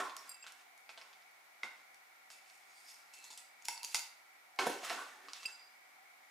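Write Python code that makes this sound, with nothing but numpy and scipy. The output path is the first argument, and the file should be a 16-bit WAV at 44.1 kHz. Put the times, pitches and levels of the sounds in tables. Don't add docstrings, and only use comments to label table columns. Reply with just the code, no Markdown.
import sys
import numpy as np
from scipy import signal
from scipy.fft import rfft, irfft, next_fast_len
from scipy.io import wavfile

SR = 44100
rng = np.random.default_rng(int(sys.argv[2]) if len(sys.argv) > 2 else 0)


def boost(x):
    u = np.asarray(x, float) / 20
    return 10 ** u


def dump(signal):
    limited = np.clip(np.atleast_2d(signal).T, -1, 1)
    pcm = np.round(limited * 32767).astype(np.int16)
    wavfile.write(sys.argv[1], SR, pcm)


N = 277874


def at_hz(points, hz):
    point_hz, value = np.transpose(points)
    return np.interp(np.log(hz), np.log(point_hz), value)


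def rms_one(x):
    return x / np.sqrt(np.mean(x ** 2) + 1e-20)


def high_pass(x, order, hz):
    return signal.sosfilt(signal.butter(order, hz, "high", fs=SR, output="sos"), x)


def drift(rate):
    r = np.exp(-80 * np.pi * rate / SR)
    slow = signal.lfilter([1], [1, -2 * r, r * r], rng.standard_normal(N // 40 + 2002))[2000:]
    return np.interp(np.arange(N) / 40, np.arange(len(slow)), rms_one(slow))


def ring(clicks, hz, t60):
    r = boost(-60 / (t60 * SR))
    w = 2 * np.pi * hz / SR
    return signal.lfilter([0, np.sin(w)], [1, -2 * r * np.cos(w), r * r], clicks + 1e-18)


def blip(clicks, hz, t60):
    return 2 * np.e * (1 - boost(-60 / (t60 * SR))) * ring(ring(clicks, hz, t60), hz, t60)


def strike(times, db, modes, voice=ring, smear_s=.0003, size=N, agree=0):
    out = np.zeros(size)
    luck = rng.standard_normal((len(times), len(modes), 3))
    for k, (hz, mode_db, t60) in enumerate(modes):
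        clicks = np.zeros(size)
        late_s = smear_s * np.abs(luck[:, k, 2])
        at = ((np.asarray(times) + late_s) * SR).astype(int)
        sign = np.sign(luck[:, k, 1] + agree)
        clicks[at] = boost(db[:, k] + mode_db + 1.5 * luck[:, k, 0]) * sign
        out += voice(clicks, hz, t60)
    return out


def cracks(s, peak_db, low_db, mid_db, high_db, linger_s):
    pitches = np.geomspace(600, 14500, 22)
    colour = []
    for low, mid, high in zip(low_db, mid_db, high_db):
        spectrum = [(600, low - 6), (1000, low + 3), (2600, -11.5),
                    (5300, mid - 1.5), (11000, high - 3), (15000, high - 13)]
        colour.append(at_hz(spectrum, pitches))
    modes = [(hz, -6, 5 / hz + linger_s) for hz in pitches]
    return strike(s, peak_db[:, None] + np.array(colour), modes, blip, smear_s=linger_s / 5, agree=.9)


def grains(per_s, spread_db, clump_db):
    born = rng.random(N) < per_s * boost(clump_db * drift(25)) / SR
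    size = boost(spread_db * np.minimum(rng.exponential(1, N), 5))
    return rms_one(born * size * rng.choice([-1, 1], N))


def body(clicks, modes, longest_s):
    out = np.zeros(N)
    for hz, db, t60 in modes:
        out += boost(db + 3 * drift(6)) * blip(clicks, hz, min(t60, longest_s) / 1.5) / t60
    return rms_one(out)


def crackle(clicks, spectrum, cycles):
    pitches = np.geomspace(spectrum[0][0], 15500, 20)
    dealt = rng.integers(0, 20, N)
    out = np.zeros(N)
    for k, hz in enumerate(pitches):
        out += boost(at_hz(spectrum, hz)) * hz * blip(clicks * (dealt == k), hz, cycles / hz)
    return rms_one(out)


def swells(rows, over_db=0, lag_s=.004):
    s, db, rise_ms, fall_ms = np.array(rows)[:, :4].T[:, :, None]
    ms = 1000 * (np.arange(0, N + 32, 32) / SR - s - lag_s * (s > 0))
    away = np.where(ms < 0, -ms / np.abs(rise_ms), ms / np.abs(fall_ms))
    db = db + np.reshape(over_db, (-1, 1)) - 20 * away
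    level = np.sqrt(np.sum(boost(db) ** 2, axis=0))
    return np.interp(np.arange(N) / 32, np.arange(ms.shape[1]), level)


def add(out, s, sound):
    at = int(s * SR)
    out[at:at + len(sound)] += sound[:N - at]


def bands(shape_of, alike_at, length):
    out = 0
    edges = 35 * 2 ** np.arange(0, 9.1, .4)
    white = rng.standard_normal((2, 2, length))
    for k, (low, high) in enumerate(zip(edges, edges[1:])):
        band = signal.butter(2, [low, high], "band", fs=SR, output="sos")
        mid, side = signal.sosfilt(band, white[k % 2])
        hz = np.sqrt(low * high)
        alike = np.clip(alike_at(hz), 0, 1)
        pair = np.sqrt(1 + alike) * mid + np.sqrt(1 - alike) * side * [[1], [-1]]
        out = out + shape_of(hz) * pair
    return out


# time of the peak in seconds, crunch level in dB, rise over 20 dB
# in ms, fall over 20 dB in ms, grit on steel in dB over the crunch.
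SHOVES = [(0.0, -25.5, 5, 33, -13), (0.038, -44, 20, 127, -7.5), (0.26, -60.5, 283, 145, 0),
          (0.462, -57, -2, 64, 6), (0.61, -64, 107, 27, 1.5), (0.891, -65, -3, 63, 7),
          (0.974, -61, 15, 302, -1), (1.28, -76, 28, 1, -39), (1.631, -45, 6.5, 77, -8),
          (1.8, -66, 300, 103, -2.5), (4.588, -38, 5.5, 139, -2), (4.671, -44.5, 46, 30, 5.5),
          (4.695, -53, 10, 171, 7.5), (4.845, -50.5, 42, 209, 7), (4.901, -42.5, 135, 265, -5),
          (5.275, -57.5, 456, 80, -8), (5.36, -74.5, 99, 207, 20.5), (5.434, -65.5, 48, 250, 6),
          (5.5, -60.5, 75, 18, 7)]
# time of the peak in seconds, level in dB, rise and fall over 20 dB
# in ms.
FLEXES = [
    (0.0, -38, 1, 117),
    (0.26, -67, 399, 47),
    (1.656, -76, 17, 71),
    (1.82, -71, 100, 40),
    (4.59, -27, 5, 200),
    (4.672, -23, 20, 35),
    (4.7, -47, 25, 73),
    (4.902, -39.5, 35, 168),
    (5.28, -56, 505, 48),
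]
# mode in Hz, level in dB, T60 in seconds.
WALL_MODES = [(606, -26.5, 0.06), (780, -15, 0.038), (910, -0.5, 0.019), (1088, 0.5, 0.017),
              (1213, 2, 0.0089), (1438, 5.5, 0.014), (1550, -12, 0.025), (1795, 3, 0.018),
              (2153, -9, 0.015)]
# mode in Hz, level in dB, T60 in seconds.
BOOM_MODES = [(237, -4, 0.06), (287, 4.5, 0.14), (323.5, 10.5, 0.14), (377, 3.5, 0.07), (397, -2.5, 0.033),
              (460, -4.5, 0.027), (501, -12.5, 0.068)]
# frequency in Hz, level in dB per Hz.
GRIT_SPECTRUM = [(240, -41), (400, -26), (460, -81), (666, -20), (1730, 2), (3160, 0), (3520, -1),
                 (7510, -6), (16000, -27.5)]
# mode in Hz, level in dB, T60 in seconds.
HELD_STEEL = [(2690, -5, .028), (3590, -11, .012), (4500, -7, .02), (4650, -8, .022), (4870, -8, .03),
              (5240, -6, .02), (5550, -7, .014), (6200, -8, .014), (6690, -4, .02), (7250, -8, .02),
              (7900, -9, .016), (8720, -9, .018), (10200, -13, .014), (10800, -13, .02)]


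def digging():
    wall = body(grains(5000, 2.8, 2.0), WALL_MODES, .014)
    boom = body(grains(900, 2.5, 2.5), BOOM_MODES, .1)
    grit = grains(16000, 2.2, 2.0)
    bright = crackle(grit, GRIT_SPECTRUM, cycles=7.6) + boost(-12.0) * body(grit, HELD_STEEL, 0.013)
    grit_db = np.array(SHOVES)[:, 4]
    out = boost(-4.0) * swells(SHOVES) * wall
    out += boost(-13.5) * swells(FLEXES) * boom
    return out + boost(-2.5) * swells(SHOVES, grit_db) * bright


# frequency in Hz, level in dB per Hz.
HISS_SPECTRUM = [(24, -79), (40, -87), (215, -23.5), (237, -16.5), (556, -13.5), (733, -4), (1070, -3.5),
                 (1370, -9.5), (1760, 1), (2260, -10.5), (3470, -12), (3930, -12.5), (16000, -22)]
# frequency in Hz, left-right likeness up to 1 (below 0 counts as 0).
HISS_LIKENESS = [(60, 0.45), (180, 0.52), (550, -0.4), (1650, -0.51), (4970, -0.53), (15000, 0.82)]


def hiss():
    noise = bands(lambda hz: boost(at_hz(HISS_SPECTRUM, hz)), lambda hz: at_hz(HISS_LIKENESS, hz), N)
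    return boost(-64.5) * rms_one(noise)


# centre in Hz, width in Hz, level in dB.
DUCT = [(760, 99, 1.5), (1392, 137, 0), (1958, 40, 0.5), (2238, 220, 6)]


def fan():
    mid, side = rng.standard_normal((2, N))
    air = mid + side * [[1], [-1]]
    out = 0
    for hz, width, db in DUCT:
        out = out + boost(db + 0.98 * drift(3.7)) * rms_one(blip(air, hz, 1.97 / width))
    return boost(-65) * rms_one(out)


# time in seconds, level in dB, rise and fall over 20 dB
# in ms.
RUMBLES = [
    (0.0, -99, 500, 900),
    (1.9, -102, 2495, 2000),
    (4.78, -99, 400, 897),
    (6.3, -104, 500, 500),
]


def low_rumble():
    road = rms_one(blip(rng.standard_normal(N), 92, 0.041))
    return (boost(-108) + swells(RUMBLES)) * road


def thuds(rows):
    out = np.zeros(N)
    click = np.arange(SR // 4) == 0
    for s, db, hz, t60 in rows:
        add(out, s, boost(db - 6) * blip(click, hz, abs(t60)))
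    return high_pass(out, 4, 170)


# time in seconds, peak in dB, pitch in Hz, T60 in seconds.
JAMS = [(0.002, -33, 1323, 0.035), (0.004, -36, 1150, 0.027), (0.002, -42, 744, 0.054),
        (0.002, -40.5, 1620, 0.017), (0.021, -36, 1416, 0.041), (0.03, -43, 1034, 0.039),
        (0.045, -43, 870, 0.044), (0.464, -40, 1480, 0.009), (4.589, -21.5, 1075, 0.016),
        (4.6, -37, 860, .025), (4.59, -25, 2180, 0.013), (4.592, -26, 760, 0.015), (4.663, -28, 610, 0.012),
        (4.6675, -33, 340, 0.024), (4.669, -28, 1550, 0.013), (4.6675, -21.5, 523, 0.016),
        (4.6675, -23, 712, 0.016), (4.668, -23, 965, 0.011), (4.695, -33, 319, 0.031),
        (4.8325, -36, 710, 0.015), (4.85, -35, 1230, 0.011), (4.902, -42, 780, 0.016),
        (4.908, -32.5, 706, 0.023), (4.925, -39, 933, 0.026), (5.284, -38, 1190, 0.011),
        (5.429, -45, 1160, 0.014), (5.482, -50, 910, 0.021)]


def jams():
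    return thuds(JAMS)


# time in seconds, rms in dB, rise and fall over 20 dB in ms, centre in Hz.
RASPS = [(.012, -43, 40, 190, 1070), (.172, -56, 6, 60, 5500), (4.835, -50, 4, 40, 1300),
         (3.26, -66, 200, 200, 4200), (4.596, -41, 8, 70, 1080), (4.596, -48, 8, 90, 4300),
         (4.9, -55, 90, 120, 2700), (3.965, -50, 15, 90, 4700), (2.77, -70, 150, 250, 4900),
         (2.8, -74, 200, 200, 8800), (2.885, -62, 90, 170, 5200), (2.9, -72, 120, 150, 11500),
         (3.38, -58, 8, 80, 7900), (4.645, -46, 80, 60, 780), (4.73, -52, 80, 120, 760),
         (4.99, -53, 60, 120, 1200), (5.34, -62, 12, 150, 3700)]


def rasping():
    grit = [grains(7000, 3.0, 2.5), grains(7000, 3.0, 2.5)]
    out = np.zeros(N)
    for k, row in enumerate(RASPS):
        hz = row[4]
        out += swells([row]) * rms_one(blip(grit[k % 2], hz, 18 / hz))
    return out


# time in seconds, peak in dB, weight (under 1.5 kHz) in dB,
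# hardness (over 8 kHz) in dB.
LUMPS = [(0.096, -33.5, -20, -25), (0.441, -40, -16, -24), (0.466, -37.5, -30.5, -25),
         (0.892, -32.5, -17, -33), (0.976, -33.5, -19.5, -36), (1.014, -33.5, -26, -47),
         (1.13, -42, -24, -30), (1.223, -54.5, -41, -28), (4.589, -16, -20, -32), (4.595, -35, -1, -30),
         (4.603, -30, -10, -30), (4.668, -31, -16, 2), (4.697, -34, -24, 0), (4.833, -36, -14, -14),
         (4.848, -37, -22, 3), (4.852, -47, -12, -8), (4.898, -24, -18, -17), (4.903, -27, -11, -19),
         (4.928, -32, -16, -15), (5.285, -32, -21.5, -35), (5.296, -41, -35, -30), (5.425, -45, -45, -30),
         (5.431, -38, -34, -12)]
# delay in seconds, level in dB.
TUB_ECHOES = [(.0045, -4), (.0076, -9), (0.012, -6.5)]


def lumps():
    s, db, low, high = np.transpose(LUMPS)
    edge_db = np.minimum(-21.5 - 0.51 * low, -3)
    direct = cracks(s, db, low, edge_db, high, linger_s=.001)
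    out = direct.copy()
    for late, echo_db in TUB_ECHOES:
        out += boost(echo_db) * np.roll(direct, int(late * SR))
    return high_pass(out, 4, 620)


# time in seconds, peak in dB, hardness (over 8 kHz) in dB.
CRUMBS = [
    (.166, -39, 1.5),
    (.521, -49, -0.5),
    (.777, -59, 6),
    (1.944, -55.5, -1),
    (2.302, -43.5, -20),
    (2.499, -52.5, -16),
    (4.561, -59.5, 1),
    (5.333, -35, -12),
]


def crumbs():
    s, db, high = np.transpose(CRUMBS)
    weight_db, edge_db = np.full(len(s), -17.0), np.full(len(s), 2.5)
    return high_pass(cracks(s, db, weight_db, edge_db, high, linger_s=.003), 4, 620)


# time in seconds, peak in dB, lowest mode in dB,
# brightness in dB per octave, time in seconds when the hand damps it.
CHIMES = [
    (.277, -62, -4, 9, .46),
    (.293, -53.5, -8, 15, 0.4),
    (.315, -52, -8, 3, .4),
    (0.344, -54.5, -8, 3, 0.46),
    (.425, -59, 1.5, 0, 0.46),
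    (3.137, -78, 7, -8, 2.57),
    (5.454, -51.5, 6.5, -12, 5.52),
    (5.458, -38, -9, -0.5, 5.53),
    (5.515, -54, -12, 0, 5.6),
]
# mode in Hz, level in dB, T60 in seconds, twin mode offset in Hz.
FREE_STEEL = [(2665, -4, .07, 14), (4868, 0, .085, -30), (7555, -9, .06, -34), (8518, -7, .065, 42),
              (10785, -12, .06, -55), (12580, -16, .04, 40), (14530, -18, .035, -60)]


def chimes():
    out, t = np.zeros(N), np.arange(SR // 2) / SR
    modes = [row[:3] for row in FREE_STEEL]
    twins = [(hz + away, mode_db - 10, t60) for hz, mode_db, t60, away in FREE_STEEL]
    octaves = np.log2(np.array(FREE_STEEL)[None, :, 0] / 5000)
    for s, peak_db, lowest_db, tilt_db, damped_s in CHIMES:
        db = peak_db + tilt_db * octaves
        db[0, 0] += lowest_db
        db[0, 2] += 2.5 - 0.11 * lowest_db
        damping = boost(-12 * np.clip((s + t - damped_s) / .022, 0, 1))
        pair = strike([0], db, modes, size=len(t), agree=9) + strike([0], db, twins, size=len(t))
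        add(out, s, damping * pair)
    return out * boost(2.5 * drift(40))


# time in seconds, rms in dB, rise and fall over 20 dB in ms, mode in Hz.
SINGS = [(.325, -67, 50, 130, 4868), (.435, -69, 30, 60, 4868), (.32, -66, 40, 150, 7555),
         (.432, -70, 60, 60, 7555), (.315, -72, 60, 250, 2665), (.432, -67, 15, 60, 2665),
         (3.16, -74, 40, 250, 2665), (3.235, -70, 120, 90, 2665), (3.35, -72, 80, 250, 4868),
         (3.7, -62, 15, 123, 2665), (3.79, -66, 20, 80, 2665), (3.75, -60, 120, 150, 945),
         (3.87, -63, 40, 120, 4868), (5.512, -55, 200, 25, 2665), (5.525, -59, 120, 130, 4868),
         (5.625, -69, 60, 120, 4868), (5.53, -66, 80, 70, 7555)]
SING_HZ = np.array([945, 2665, 4868, 7555])


def singing():
    t = np.arange(N) / SR
    tones = []
    for hz in SING_HZ:
        flutter = np.sqrt(2) * boost(4.5 * drift(45))
        tones.append(flutter * np.sin(2 * np.pi * hz * t + 1.8 * drift(15)))
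    out = np.zeros(N)
    for row in SINGS:
        nearest = np.argmin(np.abs(np.log(SING_HZ) - np.log(row[4])))
        out += swells([row]) * tones[nearest]
    return out


# time in seconds, peak in dB, rim, planter belly and steel ring in dB.
KNOCKS = [
    (1.633, -30.5, -1.5, -24, -39),
    (3.684, -27, -10.5, -12.5, -10),
    (3.945, -20, -11.5, -20.5, -14),
]
# mode in Hz, level in dB, T60 in seconds.
BELLY = [(843, -2, 0.058), (922, 5, 0.033), (974, -1.5, 0.052)]
# mode in Hz, level in dB, T60 in seconds.
RIM = [(1495, -8, 0.023), (1860, -27.5, 0.014), (1990, -8, 0.031), (2100, 0.5, 0.036), (2170, 1, 0.0074),
       (2740, -4, 0.011), (3720, -9, .025), (4600, -15, 0.014), (5520, -14, 0.028), (6300, -15, 0.02)]


def knocks():
    s, peak_db, rim_db, belly_db, steel_db = np.transpose(KNOCKS)
    high_db = steel_db + 9.5
    out = cracks(s, peak_db, belly_db - 6.5, high_db / 2, high_db, linger_s=.002)
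    for share_db, modes in [(belly_db - 0.5, BELLY), (rim_db, RIM), (steel_db, HELD_STEEL)]:
        out += strike(s, np.outer(peak_db + share_db, np.ones(len(modes))), modes)
    return high_pass(out, 4, 620)


# time in seconds, peak in dB, pitch in Hz.
BUMPS = [
    (1.634, -61.5, 221),
    (1.759, -76.5, 212),
    (3.041, -80, 188),
    (3.685, -61.5, 334),
    (3.946, -80, 305),
    (4.667, -46, 272),
]


def bumps():
    return thuds([(s, db, hz, .06) for s, db, hz in BUMPS])


# time in seconds, level in dB,
# rise and fall over 20 dB in ms, steel ring in dB over it.
SLIPS = [(2.3, -52.5, 5, 139, -3), (2.495, -60, 170, 318, -12), (2.78, -61.5, 220, 400, -4),
         (2.882, -56, 58, 222, -2), (3.135, -50.5, 12, 50, 0), (3.16, -58, 31, 400, -19),
         (3.24, -49, 20, 58, -5), (3.303, -47.5, -6, 67, -4), (3.373, -45.5, -1, 50, -23),
         (3.62, -63, 25, 33, -3), (3.649, -42, 8, 20, -20), (3.683, -42.5, 12, 94, 4.5),
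         (3.843, -40, 12, 17, 6.5), (3.93, -47, 150, 2, -15), (3.947, -31, 11, 40, -2)]
# frequency in Hz, level in dB per Hz.
SLIDE_SPECTRUM = [(1470, -62), (2500, -22), (2620, 11.5), (3080, -15), (3410, -1.5), (8930, -2),
                  (14900, -22), (16000, -44)]


def pouring():
    grit = grains(9000, 3.5, 2.0)
    skid = crackle(grit, SLIDE_SPECTRUM, cycles=7.0)
    hum = body(grit, HELD_STEEL, .022)
    hum_db = np.array(SLIPS)[:, 4]
    return boost(-7.5) * (swells(SLIPS) * skid + swells(SLIPS, hum_db) * hum)


# time in seconds, peak in
# dB, favoured pitch in Hz, level over 8 kHz in dB, planter belly in dB.
GRAZES = [(2.706, -58, 5300, -14, -30), (2.885, -49, 5130, -6, -24), (2.917, -52, 5000, -6, -15),
          (2.943, -47, 5940, -8, -32), (3.137, -46.5, 7900, -11, -20), (3.188, -52, 6900, 5, -30),
          (3.2424, -43.5, 6600, -8, -19), (3.252, -50, 6800, -6, -27), (3.304, -43, 6700, -12, -15.5),
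          (3.315, -50, 5470, -8, -30), (3.329, -43, 6500, -14, -25), (3.337, -50, 7000, -8, -28),
          (3.375, -39, 8200, -2, -38), (3.623, -48.5, 6600, -16, -35), (3.654, -36, 6850, 4.5, -39),
          (3.777, -39, 4530, -10, -16.5), (3.8315, -35.5, 4600, 4, -20.5), (3.8406, -42, 4600, 3, -15),
          (3.847, -29.5, 6700, 1, -34.5), (3.955, -29, 4600, -12, -29), (3.961, -33, 5170, -11, -20),
          (3.993, -33, 6500, 1, -21.5)]


def grazes():
    s, peak_db, hz, high_db, belly_db = np.transpose(GRAZES)
    off = np.log2(np.array(HELD_STEEL)[None, :, 0] / hz[:, None]) / 0.13
    tick = high_pass(cracks(s, peak_db - 1.5, belly_db - 1, high_db / 2, high_db, linger_s=0.001), 2, 3000)
    steel_db = (peak_db - 3.5)[:, None] - 6 * np.minimum(off ** 2, 3)
    steel = strike(s, steel_db, [(f, 0, t60 / 2) for f, _, t60 in HELD_STEEL])
    return tick + steel + strike(s, np.outer(peak_db + belly_db, np.ones(len(BELLY))), BELLY)


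# frequency in Hz, T60 in seconds.
ROOM_T60 = [(150, 0.12), (700, 0.45), (2000, 0.52), (6000, 0.38), (14000, 0.35)]
# frequency in Hz, level in dB.
ROOM_COLOUR = [(300, 0), (700, 0.5), (2000, -0.5), (6000, 0.5), (14000, 3)]
# frequency in Hz, left-right likeness.
ROOM_LIKENESS = [(350, 0.96), (600, 0.78), (1500, 0.47), (8000, 0.35), (14000, 0.7)]
# delay in seconds, level in dB.
ECHOES = [(.0045, -21), (.0078, -49), (0.0123, -20.5)]
# frequency in Hz, left minus right in dB.
PAN = [(300, 0), (700, -2.5), (2000, -1), (6000, -1.5), (14000, 1)]


def room(x):
    t = np.arange(SR // 2) / SR
    tail = bands(lambda hz: boost(at_hz(ROOM_COLOUR, hz) - 60 * t / at_hz(ROOM_T60, hz)),
                 lambda hz: at_hz(ROOM_LIKENESS, hz), len(t))
    tail *= 1 - np.exp(-t / 0.00057)
    response = boost(-4) * rms_one(tail) / np.sqrt(len(t))
    response[:, 0] += 1
    for late, db in ECHOES:
        response[:, int(late * SR)] += boost(db)
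    wet = signal.fftconvolve(x[None], response)[:, :N]
    size = next_fast_len(N)
    lean_db = at_hz(PAN, np.arange(size // 2 + 1) * SR / size + 1) / 2
    return irfft(rfft(wet, size) * boost([lean_db, -lean_db]), size)[:, :N]


def scene():
    small = digging() + rasping() + lumps() + crumbs() + knocks() + pouring() + grazes()
    small, chime = high_pass(np.array([small, chimes() + singing()]), 3, 260)
    in_room = room(small + jams() + bumps() + boost(-8.0) * chime)
    return in_room + boost([[-3], [-1.5]]) * chime + hiss() + fan() + low_rumble()


def top_cut(x):
    return signal.sosfilt(signal.butter(12, 16140, fs=SR, output="sos"), x)


def record(dry):
    x = high_pass(dry, 6, 100)
    x = signal.sosfilt(signal.cheby2(10, 60, 16800, fs=SR, output="sos"), x)
    return top_cut(x)


dry = scene()
out = record(dry)
dump(out)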